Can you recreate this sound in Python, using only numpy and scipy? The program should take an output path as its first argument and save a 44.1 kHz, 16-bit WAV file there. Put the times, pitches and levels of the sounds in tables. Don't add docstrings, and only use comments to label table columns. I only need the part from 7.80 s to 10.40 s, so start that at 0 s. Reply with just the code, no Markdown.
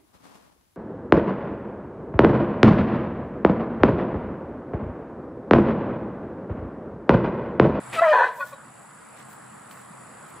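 import sys
import numpy as np
from scipy import signal
from scipy.io import wavfile
from scipy.ndimage import uniform_filter1d

SR = 44100
rng = np.random.default_rng(int(sys.argv[2]) if len(sys.argv) > 2 else 0)


def persist_wave(psi):
    counts = np.round(np.clip(psi, -1, 1) * 32767).astype(np.int16)
    wavfile.write(sys.argv[1], SR, np.atleast_2d(counts).T)


def how_loud(loudness_db):
    steps = np.asarray(loudness_db, float) / 20
    return 10 ** steps


N = 114660
T = np.arange(N) / SR
JITTER = 0.0044

# pitch_hz, width_hz, level_db
THROAT_SHAPE = [(366, 23, -16.5), (440, 35, -14.5), (547, 146, -5), (745, 102, -8.5), (1000, 244, 0.5),
                (1571, 156, -2), (1778, 98, -5.5), (1992, 17, -11.5), (2468, 100, -17.5), (3550, 430, -24),
                (2720, 120, -36.5), (4236, 180, -26.5), (6100, 500, -38)]


def evened(x):
    return x / np.sqrt(np.mean(x ** 2) + 1e-20)


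def read(points, hz):
    f, value = np.transpose(points)
    return np.interp(np.log(hz + 1), np.log(f + 1), value)


def columns(rows):
    s, *values = np.transpose(rows)
    gate = np.clip(np.minimum(T - s[0], s[-1] - T) / 0.0015, 0, 1)
    return [gate] + [np.interp(T, s, value) for value in values]


def wobble(size):
    smooth = uniform_filter1d(rng.standard_normal(N), size=size)
    return evened(uniform_filter1d(smooth, size=size // 2))


def turning(hz):
    return 2 * np.pi * np.cumsum(hz) / SR


def resonate(x, hz, width):
    turn = np.exp(1j * turning(hz * np.ones(N)))
    r = np.exp(-np.pi * width / SR)
    return 2 * (turn * signal.lfilter([1 - r], [1, -r], x / turn)).real


def humming_noise(hz, width):
    return evened(resonate(rng.standard_normal(N), hz, width))


def hiss(spectrum):
    a, b, patches = rng.standard_normal((N // 256 + 5, 513, 3)).T
    patches = uniform_filter1d(patches, size=10, axis=0)
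    patches = evened(uniform_filter1d(patches, size=12, axis=1))
    colour_db = read(spectrum, np.fft.rfftfreq(1024, 1 / SR))[:, None]
    z = (a + 1j * b) * how_loud(colour_db + 1.5 * patches)
    return evened(signal.istft(z, nperseg=1024, noverlap=768)[1][:N])


def traffic():
    # pitch_hz, level_db
    rumble = [
        [(12, -71.5), (20, -36), (32, -53.5), (52, -88), (135, 4.5), (202, -0.5), (381, -9.5), (1210, 0), (2000, -10.5), (2600, -53), (4400, -120)],
        [(12, -66), (20, -33), (65, -42), (206, -10.5), (374, -5), (2000, -18), (2600, -52), (4400, -120)],
    ]
    # pitch_hz, width_hz, level_db
    drones = [(122, 7.3, -90), (128, 3.8, -62), (210.4, 9.3, -62)]
    road = np.array([how_loud(db) * hiss(spectrum) for spectrum, db in zip(rumble, (-48.5, -54))])
    for hz, width, db in drones:
        road[0] += how_loud(db) * humming_noise(hz, width)
    return road * how_loud(0.5 * (T - 2.5))


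def distant_insects():
    # pitch_hz, level_db
    swarm = [(1500, -14.5), (2100, 0), (3500, -10), (6400, -17), (7100, -0.5), (10500, -12), (11300, -18),
             (15500, -26.5)]
    return np.array([how_loud(db) * hiss(swarm) for db in (-58, -62.5)])


def near_crickets():
    # start_s, strokes so far, shift of even strokes (share of a stroke; plus is later)
    strokes = [(0.03, 1.34, -0.22), (0.189, 9.78, -0.14), (0.348, 17.95, -0.07), (0.506, 26.25, -0.02),
               (0.665, 34.45, 0.11), (0.824, 42.91, 0.1), (0.982, 51.11, -0.18), (1.141, 59.37, -0.15),
               (1.3, 67.57, -0.02), (1.459, 75.41, -0.09), (1.618, 83.61, 0.02), (1.776, 91.78, 0.1),
               (1.935, 99.88, 0.04), (2.094, 107.77, 0.07), (2.252, 115.92, 0.14), (2.411, 123.96, 0.08),
               (2.57, 132.27, 0.09)]
    pitch_hz, fall_hz, stroke_s = 8213, 850, .011
    s, count, shift = np.transpose(strokes)
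    k = np.arange(int(count[-1]) + 2)
    at = np.interp(k, count, s, left=-1)
    at = at + (-1.) ** k * np.interp(at, s, shift) / 59.0 - stroke_s / 2
    u = np.arange(0, stroke_s, 1 / SR)
    swell = np.sin(np.pi * (u / stroke_s) ** 0.79) ** 2
    out = np.zeros(N + 2000)
    for start, (a, b, c) in zip(at, rng.standard_normal((len(k), 3))):
        if start > 0:
            phase = turning(pitch_hz + 60 * a - fall_hz * u / stroke_s) + 3 * c
            out[round(start * SR):][:len(u)] += how_loud(0.5 * b) * swell * np.sin(phase)
    near = how_loud(-60) * evened(out[:N] * (1 + 0.1 * wobble(size=30)))
    return np.array([near, how_loud(-15.5) * np.roll(near, 2)])


def katydids():
    # pitch_hz, width_hz, centre_db, side_db
    buzz = [(9140, 210, -69, -68), (9670, 150, -66.5, -60), (10050, 200, -69.5, -86)]
    throb = 1 + 0.17 * np.sin(turning(88 + 1.2 * wobble(size=4000)))
    out = np.zeros((2, N))
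    for hz, width, *levels in buzz:
        for ch, db in enumerate(levels):
            narrow = resonate(resonate(rng.standard_normal(N), hz, width), hz, width)
            out[ch] += how_loud(db) * throb * evened(narrow)
    return out


def far_cricket():
    throb = 1 + 0.49 * np.sin(2 * np.pi * 26.5 * T)
    return how_loud(-76.5) * throb * humming_noise(4619, 119)


def pasture():
    out = traffic() + distant_insects() + near_crickets() + katydids()
    out[0] += far_cricket()
    return out


def gain_control():
    # start_s, level_db
    gain = [
        (0, 4.5),
        (.195, 8),
        (.205, -1.5),
        (.4, -9),
        (.58, -4.5),
        (.78, -1),
        (1.4, 0.5),
        (2.6, 1.5),
    ]
    return how_loud(columns(gain)[1])


def tails():
    # centre_s, width_s, level_db, tilt (db per octave; plus is brighter)
    swishes = [
        (0.587, 0.036, -52, 5.5),
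        (0.678, 0.036, -51, 3.5),
        (1.397, 0.023, -50.5, -3.5),
        (1.52, .025, -54, 5.5),
        (1.925, 0.019, -55, 3),
        (1.985, 0.044, -61, 1.5),
        (2.5, 0.015, -58, 9),
    ]
    # pitch_hz, level_db
    hair = [(150, -65), (500, -6), (2000, 0), (10000, -10), (16000, -8.5)]
    out = np.zeros((2, N))
    for s, width, db, tilt_db in swishes:
        colour = [(f, d + tilt_db * np.log2(f / 8000)) for f, d in hair]
        swell = np.exp(-.5 * ((T - s) / width) ** 2)
        grain = how_loud(db + 1.9 * wobble(size=150))
        out += grain * swell * np.array([hiss(colour), .6 * hiss(colour)])
    return out


def rail_ticks():
    # start_s, peak_db, pitch_hz
    ticks = [
        (.682, -49, 7230),
        (1.911, -36.5, 2440),
        (1.912, -47.5, 4300),
    ]
    out = np.zeros(N)
    for s, db, hz in ticks:
        burst = (T > s) * np.exp(-abs(T - s) / 0.0029) * rng.standard_normal(N)
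        out += how_loud(db) * (.08 * burst + 3.0 * resonate(burst, hz, 700))
    return out


def snort():
    # pitch_hz, db_per_hz
    nostrils = [(35, -52.5), (60, -23.5), (1420, -10), (2840, -12), (5450, -29), (7900, -32),
                (15500, -39.5)]
    # start_s, level_db
    blow = [(.1, -61), (.124, -45.5), (.132, -32.5), (.15, -30.5), (.198, -38.5), (.204, -41), (.3, -41),
            (.48, -44), (.58, -68)]
    gate, db = columns(blow)
    return gate * how_loud(db + 0.37 * wobble(size=200)) * hiss(nostrils)


def tone(rows, upper_db=()):
    gate, hz, *levels = columns(rows)
    phase = turning(hz * (1 + JITTER * wobble(size=150)))
    levels += [levels[-1] + db + 0.86 * wobble(size=600) for db in upper_db]
    stack = sum(how_loud(db) * np.sin((k + 1) * phase + k) for k, db in enumerate(levels))
    return np.sqrt(2) * gate * stack


def yelp_and_whistle():
    # start_s, pitch_hz, level_db of 1st, 2nd, 3rd, .. 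partial
    yelp = [(.158, 691, -35, -41, -70), (.18, 649.4, -29.5, -28.5, -42.5), (.197, 644, -25, -15, -29),
            (.202, 657, -46, -32.5, -31.5), (.212, 651, -19, -30, -50)]
    whistle = [(0.208, 668.4, -42.5, -35, -36, -70.5), (0.222, 674.4, -11.5, -31, -37.5, -59.5),
               (0.244, 666, -18.5, -33.5, -25, -66), (0.272, 619.4, -17, -26, -45.5, -48),
               (0.286, 625, -16.5, -27, -28, -42), (0.298, 621, -14.5, -28, -41, -43),
               (0.306, 608.7, -18, -29, -43, -39), (0.322, 602, -13, -31.5, -24, -38),
               (0.338, 600, -24.5, -36, -31, -42)]
    yelp_upper = [-5, -24, -14.5, -22.5, -45]
    whistle_upper = [-5, -26, -15.5, -17, -41, -28.5]
    return tone(yelp, yelp_upper) + tone(whistle, whistle_upper)


def undertone():
    # start_s, pitch_hz, level_db
    vibration = [(.215, 342.6, -33.5), (.238, 352.3, -21.5), (.265, 330.3, -26.5), (.29, 307, -35.5)]
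    # multiple of the pitch, level_db
    multiples = [(3, 0), (4, -3.5), (5, -3.5), (6, -20), (7, -27.5)]
    gate, hz, level_db = columns(vibration)
    phase = turning(hz * (1 + JITTER * wobble(size=150)))
    out = np.zeros(N)
    for m, db in multiples:
        out += how_loud(level_db + db + 3 * wobble(size=300)) * np.sin(m * phase + 1.1 * wobble(size=500))
    return gate * out


def whimpers():
    # start_s, pitch_hz, level_db of 1st and 2nd partial
    calls = [
        [(.59, 565, -46, -60), (.608, 568, -35, -29.5), (.63, 541.5, -51, -32.5), (.648, 543, -40.5, -50)],
        [(.722, 562.5, -56, -46), (.736, 558, -38, -39), (.757, 520, -62, -59)],
    ]
    return sum(tone(call) for call in calls)


def throat_rings():
    # start_s, pitch_hz, level_db
    rings = [
        [(.47, 1000, -37), (.495, 999, -33.5), (.52, 1000, -38), (.538, 993, -51), (.548, 993, -63),
         (.565, 942, -49), (.58, 925, -39), (.592, 1012, -42), (.61, 1026, -33.5)],
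        [(.25, 3090, -61.5), (.265, 3090, -51.5), (.285, 2895, -55), (.305, 3000, -46)],
        [(.235, 2380, -49.5), (.26, 2290, -39), (.285, 2380, -50.5), (.3, 2370, -43)],
        [(.722, 3980, -73), (.74, 3880, -64), (.775, 3810, -70.5)],
        [(.603, 1520, -46), (.61, 1491, -29), (.635, 1443, -31), (.65, 1452, -40.5), (.672, 1460, -48)],
    ]
    return sum(tone(ring) * how_loud(2.5 * wobble(size=300)) for ring in rings)


def throat(drive, mouth, shape):
    band = signal.butter(4, [340, 6500], "band", fs=SR, output="sos")
    drive = signal.sosfilt(band, drive)
    out = np.zeros(N)
    for k, (hz, width, db) in enumerate(shape):
        ring = resonate(resonate(drive, hz * mouth, 1.02 * width), hz * mouth, 1.33 * width)
        out += (-1) ** k * how_loud(db) * np.sqrt(1000 / width) * ring
    return evened(out)


def breath(loud, weak):
    # pitch_hz, width_hz, level_db
    whimper_shape = [(370, 60, -14), (1100, 160, -2), (1510, 140, -15), (1760, 110, -6), (1965, 110, 1),
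                     (2450, 35, -10), (2600, 45, -5), (3580, 320, -15), (4580, 370, -19.5)]
    effort, weak_effort = np.sqrt(abs(uniform_filter1d(np.array([loud, weak]) ** 2, size=400)))
    air = np.diff(rng.standard_normal((2, N + 1)))
    squeal_air = how_loud(-21) * effort * throat(air[0], 0.92, THROAT_SHAPE)
    whimper_air = how_loud(-12.5) * weak_effort * throat(air[1], 0.96, whimper_shape)
    return squeal_air + whimper_air


def singing_ridges(turns):
    # start_s, pitch_hz, level_db
    ridge_tables = [
        [(0.33, 577.4, -25.5), (0.34, 575.6, -38.5), (0.418, 511, -28.5), (0.438, 572.5, -37.5),
         (0.446, 556, -61), (0.462, 560, -39)],
        [(0.326, 1031, -24), (0.332, 992, -16), (0.34, 1003, -15.5), (0.374, 993, -19.5), (0.382, 959.7, -17.5),
         (0.42, 943.4, -19), (0.434, 1014, -24), (0.446, 1019, -19.5), (0.462, 1013, -32)],
        [(0.328, 1640, -33), (0.332, 1619, -33.5), (0.408, 1496, -24), (0.424, 1497, -30), (0.44, 1492, -18),
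         (0.454, 1527, -25.5), (0.462, 1592, -30), (0.47, 1600, -38)],
        [(0.33, 1748, -28), (0.366, 1687, -26), (0.376, 1713, -39), (0.398, 1690, -23.5), (0.418, 1797, -32),
         (0.444, 1737, -35), (0.47, 1750, -45)],
    ]
    ridges = np.zeros(N)
    for k, rows in enumerate(ridge_tables):
        gate, hz, db = columns(rows)
        throb = 1 + .4 * np.cos(2 * np.pi * turns - 2 + 1.3 * k)
        phase = turning(hz) + .2 * wobble(size=250)
        ridges += 1.2 * gate * how_loud(db) * throb * np.sin(phase)
    strain = how_loud(-8) * ridges ** 2 + how_loud(-14) * ridges ** 3
    highpass = signal.butter(6, 1920, "high", fs=SR, output="sos")
    return ridges + signal.sosfilt(highpass, strain)


def growl():
    # start_s, mouth_hz (main resonance), level_db, pulses per s
    course = [(.326, 1011, -33, 140), (.34, 1000, -30, 118), (.37, 1000, -34, 108), (.41, 967, -30.5, 80),
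              (.432, 1000, -32.5, 88), (.457, 1019, -35, 90), (.475, 1000, -37, 53), (.51, 1000, -47, 46),
              (.6, 974, -59, 170)]
    rough, folds_stop_s, fade_s = .55, .462, .012
    gate, mouth_hz, db, rate = columns(course)
    voiced = np.clip((folds_stop_s - T) / fade_s, 0, 1)
    turns = np.cumsum(rate * (1 + .05 * wobble(size=500))) / SR
    pulses = np.diff(np.floor(turns), prepend=0) * voiced * gate
    puffs = (.5 + np.exp(-(turns % 1) / 0.39)) * rng.standard_normal(N) * gate
    drive = (1 - rough) * evened(pulses) + rough * evened(puffs)
    return gate * how_loud(db) * throat(drive, mouth_hz / 1000, THROAT_SHAPE) + singing_ridges(turns)


def horse():
    loud = yelp_and_whistle() + undertone()
    weak = whimpers()
    return snort() + loud + weak + throat_rings() + breath(loud, weak) + growl()


def shelter(voice):
    t60_s, side_db = 0.87, -15.5
    t = np.arange(SR // 2) / SR
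    taps = rng.choice([-1., 1.], (2, len(t))) * (rng.random((2, len(t))) < .05)
    taps = taps * how_loud(-60 * t / t60_s) * (t > .004)
    taps = taps[0] + how_loud(side_db) * np.array([taps[1], -taps[1]])
    taps = taps / np.linalg.norm(taps[0])
    return how_loud(-18) * signal.fftconvolve(voice[None], taps, axes=1)[:, :N]


def scene():
    mid, side = pasture() * gain_control() + tails()
    mid = mid + rail_ticks()
    voice = horse()
    direct = voice * how_loud(np.array([[0.54], [-0.54]]))
    return direct + shelter(voice) + np.array([mid + side, mid - side])


def band_limit(x):
    return signal.sosfilt(signal.butter(12, 15650, fs=SR, output="sos"), x)


def record(dry):
    limited = signal.oaconvolve(dry, signal.firwin(255, 15600, fs=SR)[None], "same")
    return band_limit(limited)


dry = scene()
out = record(dry)
persist_wave(out)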